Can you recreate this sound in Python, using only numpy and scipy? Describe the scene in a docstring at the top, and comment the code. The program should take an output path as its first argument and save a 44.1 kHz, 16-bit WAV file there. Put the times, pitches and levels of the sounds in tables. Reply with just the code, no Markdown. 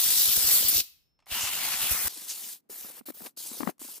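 """A compressed-air gun sweeps over a small machine in a workshop: two long blasts, then short puffs.
The turbulent jet hisses, and single bands flare as it crosses edges and hollows. The trigger clicks.
Deflected air buffets the two microphone ports with rumble and gusts. Midway through the second blast
the sound cuts abruptly to a drier, windier scene with a different quiet background."""
import sys
import numpy as np
from scipy import signal
from scipy.fft import rfft, irfft
from scipy.io import wavfile
from scipy.ndimage import uniform_filter1d

SR = 44100
rng = np.random.default_rng(int(sys.argv[2]) if len(sys.argv) > 2 else 0)


def generate_wav(signal):
    """Clip the signal to [-1, 1] and save it as 16-bit WAV at the path in sys.argv[1]."""
    frames = np.transpose(np.atleast_2d(signal))
    scaled = np.clip(frames, -1, 1) * 32767
    pcm = np.round(scaled).astype(np.int16)
    wavfile.write(sys.argv[1], SR, pcm)


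N = 176400
CUT_S = 2.084  # abrupt cut mid-hiss to the drier, windier scene


def jet(band_gains):
    """Turbulent hiss, patchy and rippled by near surfaces, in four bands, highest first."""
    spectrum = [(290, -22), (500, -28), (680, -14.5), (2120, -10.5), (4390, -9), (6510, -10), (9230, -7.5),
                (14700, -1)]  # freq_hz, density_db
    tilt = [(950, 1.5), (15000, 1.5)]  # freq_hz, left_minus_right_db
    coherence_before = [(700, 0.89), (2400, 0.74), (4800, 0.37), (8000, 0.24), (12000, 0.15), (15000, 0.1)]  # freq_hz, left_right_coherence
    coherence_after = [(700, 0.39), (3400, 0.7), (6500, 0.78), (10000, 0.28), (15000, 0.1)]  # freq_hz, left_right_coherence
    crossovers_hz, blend = (11850, 6350, 3100), 0.37
    patch_db, ripple_db, flicker_db = 1.78, 0.9, 1.2
    lead_before_s, lead_after_s = 52e-6, 15e-6  # the left port hears the jet first
    frames, hz = N // 128 + 5, np.fft.rfftfreq(512, 1 / SR)
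    left_re, left_im, side_re, side_im, patches, ripple = rng.standard_normal((frames, 257, 6)).T
    patches = unit_rms(uniform_filter1d(uniform_filter1d(patches, 8, axis=0), 14, axis=1))
    ripple = unit_rms(uniform_filter1d(uniform_filter1d(ripple, 3, axis=0), 50, axis=1))
    after = (np.arange(frames) - 2) * 128 > CUT_S * SR
    coherence = np.where(after, curve(coherence_after, hz)[:, None], curve(coherence_before, hz)[:, None])
    lag_rad = 2 * np.pi * np.outer(hz, np.where(after, lead_after_s, lead_before_s))
    left, side = left_re + 1j * left_im, side_re + 1j * side_im
    right = coherence * left * np.exp(-1j * lag_rad) + np.sqrt(1 - coherence ** 2) * side
    tilt_db = curve(tilt, hz)[:, None] / 2
    colour = amp(curve(spectrum, hz)[:, None] + patch_db * patches + ripple_db * ripple)
    noise = np.array([left * amp(tilt_db), right * amp(-tilt_db)]) * colour
    highpasses = [0.5 + 0.5 * np.tanh(np.log((hz + 1) / edge) / blend) for edge in crossovers_hz]
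    masks = np.diff(highpasses, axis=0, prepend=0, append=1)
    bands = [signal.istft(noise * mask[:, None], nperseg=512, noverlap=384)[1][:, :N] for mask in masks]
    hiss = sum(gain * band / np.std(band.mean(0)) for gain, band in zip(band_gains, bands))
    return hiss * amp(flicker_db * wander(samples=150, channels=1))


def nozzle_gains():
    """Hiss level and nozzle aim set five gains: four jet bands, highest first, then wind."""
    stretches = [
        [(0, -23.5), (.2, -22), (.3, -24), (.5, -21.5), (.62, -24.5), (.72, -25), (.77, -22), (.805, -25),
         (.83, -49), (.85, -48)],
        [(1.268, -60.5), (1.29, -52), (1.325, -34.5), (1.5, -37.5), (1.65, -37), (1.77, -37.5), (1.83, -33.5),
         (2.04, -31.5), (2.083, -27.5)],
        [(2.086, -48.5), (2.27, -47), (2.3, -41.5), (2.38, -43), (2.41, -42.5), (2.53, -42.5), (2.57, -54.5),
         (2.61, -78)],
        [(2.69, -67), (2.702, -43.5), (2.79, -42.5), (2.918, -45.5), (2.926, -50.5), (2.996, -47), (3.01, -68),
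         (3.045, -77)],
        [(3.056, -54), (3.065, -40.5), (3.105, -38), (3.116, -57), (3.136, -60), (3.147, -43), (3.27, -45),
         (3.295, -58.5), (3.34, -101)],
        [(3.364, -72), (3.374, -48.5), (3.6, -43), (3.66, -47), (3.7, -40), (3.72, -67), (3.76, -95)],
        [(3.794, -56), (3.81, -50), (3.98, -52), (4, -74)],
    ]  # stretches of hiss, split at pauses and the cut: time_s, level_db
    aim = [(0, -7.5, -10, -26, -32), (.55, -9, -11, -23, -27.5), (0.819, -10.5, -7.5, -29, -26.5),
           (1.301, -3.5, -7, -6, -26.5), (1.75, 1, -4, -2.5, -31.5), (2.081, -4, -16, -13.5, -21.5),
           (2.092, -0.5, -3.5, -11.5, -14.5), (2.55, -4.5, -11, -20, -22.5), (2.7, -5.5, -16.5, -19, -19),
           (3.0, -6.5, -16, -13.5, -12.5), (3.15, -18.5, -22, -27, -24), (3.28, -3, -15.5, -15.5, -9),
           (3.38, 2, -3, -19, -13), (3.57, -3, -9, -20, -15.5), (3.7, -10.5, -16.5, -13, 3.5),
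           (3.82, 2.5, -6.5, -14, -13)]  # relative to the hiss: time_s, high_db, mid_db, low_db, wind_db
    t, hiss_db = np.arange(N) / SR, np.full(N, -150.)
    for stretch in stretches:
        time_s, level_db = np.transpose(stretch)
        hissing = (t >= time_s[0]) & (t <= time_s[-1])
        hiss_db[hissing] = np.interp(t[hissing], time_s, level_db)
    time_s, *offsets_db = np.transpose(aim)
    top_db = hiss_db - 3
    aimed_db = [hiss_db + np.interp(t, time_s, offset) for offset in offsets_db]
    return uniform_filter1d(amp([top_db] + aimed_db), size=40, axis=1)


def flares():
    """The jet crosses an edge or hollow: noise swells in one resonance."""
    crossings = [(0.03, 0.35, -35, 4570, 1194), (0.513, 0.13, -20, 12830, 3500),
                 (0.681, 0.033, -18, 12800, 4010), (1.305, 0.45, -38.5, 2830, 353),
                 (1.398, 0.12, -33, 6700, 2500), (1.811, 0.14, -38, 2870, 450),
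                 (1.905, 0.05, -24, 12800, 4000), (2.291, 0.05, -34, 6200, 2430),
                 (3.26, 0.017, -43.5, 2450, 3060), (3.459, 0.05, -38.5, 10100, 5000)]  # start_s, length_s, level_db, centre_hz, width_hz
    coherent_below_hz = 11850
    out = np.zeros((2, N))
    for start_s, length_s, level_db, centre_hz, width_hz in crossings:
        progress = np.linspace(0, 1, int(length_s * SR))
        swell = np.sin(np.pi * progress ** 0.43)
        noise = rng.standard_normal((3, SR // 2))[:, :len(swell)]
        drive = noise[:2] + 2.1 * noise[2] * (centre_hz < coherent_below_hz)
        ring = signal.lfilter(*signal.iirpeak(centre_hz, centre_hz / width_hz, SR), drive)
        out[:, round(start_s * SR):][:, :len(swell)] += amp(level_db) * unit_rms(ring) * swell
    return out


def trigger():
    """Valve clicks: a noisy snap and a faint rattle ring the gun's modes."""
    clicks = [(1.19, -58.5, 3500), (1.202, -61, 4540), (1.224, -59.5, 3030), (1.259, -50, 15000),
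              (1.2662, -44, 2500), (3.121, -48, 15000), (3.364, -65, 14000), (3.781, -53, 14000)]  # start_s, peak_db, cutoff_hz
    modes = [(1190, 1, 0.01), (2320, -14, 0.027), (3470, -9.5, 0.0093), (8700, -7, .01), (11730, 2, 0.017)]  # pitch_hz, level_db, t60_s
    snap_db, snap_t60_s = 6.5, 0.026
    rattle_before_db, rattle_after_db, rattle_t60_s = -15.5, -23, 0.3
    t, out = np.arange(2000) / SR, np.zeros(N)
    ring = sum(amp(db - 60 * t / t60_s) * np.sin(2 * np.pi * hz * t) for hz, db, t60_s in modes)
    for start_s, peak_db, cutoff_hz in clicks:
        rattle_db = rattle_after_db if start_s > CUT_S else rattle_before_db
        decay = amp(-60 * t / snap_t60_s) + amp(rattle_db - 60 * t / rattle_t60_s)
        grit = rng.standard_normal(len(t)) * decay
        tick = unit_rms(np.convolve(grit, ring)[:len(t)]) + amp(snap_db) * unit_rms(grit)
        tick = signal.lfilter(*signal.butter(2, [700, cutoff_hz], "band", fs=SR), tick)
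        out[round(start_s * SR):][:len(t)] += amp(peak_db) * unit_peak(tick)
    return out


def wind(gain):
    """Deflected air at the ports: lumpy low turbulence, independent at each, plus gusts."""
    spectrum_before = [(25, -37.5), (55, -15), (120, -8.5), (300, -8.5), (700, -12.5), (2000, -54.5)]  # freq_hz, density_db
    spectrum_after = [(40, -37), (110, -17.5), (220, 2), (480, 0.5), (1000, -3), (2500, -19), (6000, -44.5)]  # freq_hz, density_db
    gusts = [(0.279, -37.5, -8), (0.372, -38.5, 23), (0.442, -31, 7), (0.643, -38.5, 13),
             (0.758, -36.5, 18), (0.793, -43, 4), (1.316, -40, 2), (1.432, -39, 13), (1.827, -37.5, 6),
             (1.911, -29, 8), (2.049, -33, 2), (2.172, -45, 29), (2.696, -38.5, -6), (2.844, -38.5, 2),
             (3.008, -42, -8), (3.084, -30.5, 3.5), (3.0991, -32, 24), (3.204, -40, 2), (3.216, -36, 12),
             (3.26, -40, -2), (3.513, -36.5, 8), (3.603, -24, 12), (3.629, -23.5, 22), (3.6715, -18, 26),
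             (3.6882, -25, 9), (3.814, -36.5, 0), (3.847, -42.5, -3)]  # start_s, peak_db, left_minus_right_db
    lump_db, port_db = 5, [[5.5], [-5.5]]
    after = np.arange(N) > CUT_S * SR
    air = np.where(after, stereo_noise(spectrum_after), stereo_noise(spectrum_before))
    lumps = unit_rms(amp(lump_db * wander(samples=300, channels=2)))
    out = air * gain * lumps * amp(port_db)
    for start_s, peak_db, pan_db in gusts:
        if start_s > CUT_S:
            hit, end = gust(spectrum_after, pitch_hz=308, crest_s=0.0037, crack_db=4.5), N
        else:
            hit = gust(spectrum_before, pitch_hz=72, crest_s=0.0058, crack_db=-0.5)
            end = round(CUT_S * SR)
        pan = np.array([[1], [amp(-pan_db)]]) * 2 / (1 + amp(-pan_db))
        span = out[:, round(start_s * SR):end][:, :hit.shape[1]]
        span += amp(peak_db) * pan * hit[:, :span.shape[1]]
    return out


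def gust(spectrum, pitch_hz, crest_s, crack_db):
    """Air strikes the ports: a short throb of sagging pitch with a crack on its crest."""
    pitch_spread, sag, spike_db, tilt_db_per_octave = 0.19, 0.11, 9.5, 2
    samples = 4096
    hz, age = np.fft.rfftfreq(samples, 1 / SR), np.arange(samples) / SR / crest_s
    noise, scatter = rng.standard_normal((2, 2, samples))
    swell = age * np.exp(1 - age)
    glide_hz = pitch_hz * np.exp(pitch_spread * scatter[:, :1] - sag * (age - 1))
    throb = swell * np.sin(2 * np.pi * (np.cumsum(glide_hz, axis=1) / SR + noise[:, :1]))
    colour = amp(curve(spectrum, hz) + tilt_db_per_octave * np.log2(hz + 1))
    pulse = np.fft.fftshift(irfft(colour)) * np.hanning(samples)
    spikes = noise * amp(spike_db * scatter) * swell ** 5
    crack = signal.fftconvolve(spikes, pulse[None], "same", axes=1)
    return unit_peak(throb + amp(crack_db) * unit_peak(crack))


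def workshop_echo(direct, t60_scale):
    """Room echo: a noise tail that dies band by band."""
    decay = [(300, 0.77), (2600, .7), (4300, 0.58), (8000, 0.47), (15000, 0.52)]  # freq_hz, base_t60_s
    hz, t, noise = signal.stft(rng.standard_normal((2, SR // 2)), SR, nperseg=256)
    t60_s = t60_scale * curve(decay, hz)[:, None]
    tail = signal.istft(noise * amp(-60 * t / t60_s), SR, nperseg=256)[1]
    return signal.fftconvolve(direct, tail / np.linalg.norm(tail[0]), axes=1)[:, :N]


def background():
    """Quiet workshop: rumble and a faint whine before the cut, low-mid noise after."""
    spectrum_before = [(18, -40.5), (30, 0.5), (80, 1.5), (551, -17.5), (5000, -35.5), (6500, -68)]  # freq_hz, density_db
    spectrum_after = [(18, -56), (30, -43), (270, -8), (374, -19), (8000, -52.5), (10400, -82)]  # freq_hz, density_db
    whine = [(5329, -80)]  # pitch_hz, peak_db
    pitch_hz, peak_db = whine[0]
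    noise_db, t = -77, np.arange(N) / SR
    tone = amp(peak_db) * np.sin(2 * np.pi * pitch_hz * t)
    before = amp(noise_db) * stereo_noise(spectrum_before) + tone
    return np.where(t > CUT_S, amp(noise_db) * stereo_noise(spectrum_after), before)


def amp(db):
    return 10 ** (np.asarray(db) / 20)


def unit_rms(x):
    return x / np.sqrt(np.mean(x ** 2) + 1e-20)


def unit_peak(x):
    return x / abs(x).max(-1, keepdims=True)


def curve(points, hz):
    """Interpolate over log frequency."""
    freq_hz, value = np.transpose(points)
    return np.interp(np.log(hz + 1), np.log(freq_hz + 1), value)


def wander(samples, channels):
    """Smooth random drift, rms 1."""
    noise = rng.standard_normal((channels, N))
    return unit_rms(uniform_filter1d(uniform_filter1d(noise, samples, 1), samples, 1))


def stereo_noise(spectrum):
    """Shaped noise, rms 1."""
    white = rfft(rng.standard_normal((2, N)))
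    return unit_rms(irfft(white * amp(curve(spectrum, np.fft.rfftfreq(N, 1 / SR))), N))


def scene():
    """Air gun, echo, wind and background."""
    *band_gains, wind_gain = nozzle_gains()
    gun = jet(band_gains) + flares() + trigger()
    after = np.arange(N) > CUT_S * SR
    echo_after = amp(-41) * workshop_echo(gun * after, t60_scale=1)
    echo_before = amp(-17) * workshop_echo(gun, t60_scale=0.7)
    return gun + np.where(after, echo_after, echo_before) + wind(wind_gain) + background()


def record(dry):
    """Steep low-pass."""
    cutoff_hz = 15520
    lowpass = signal.firwin(511, cutoff_hz, window=("kaiser", 9), fs=SR)
    return signal.oaconvolve(dry, lowpass[None], "same")


dry = scene()
out = record(dry)
generate_wav(out)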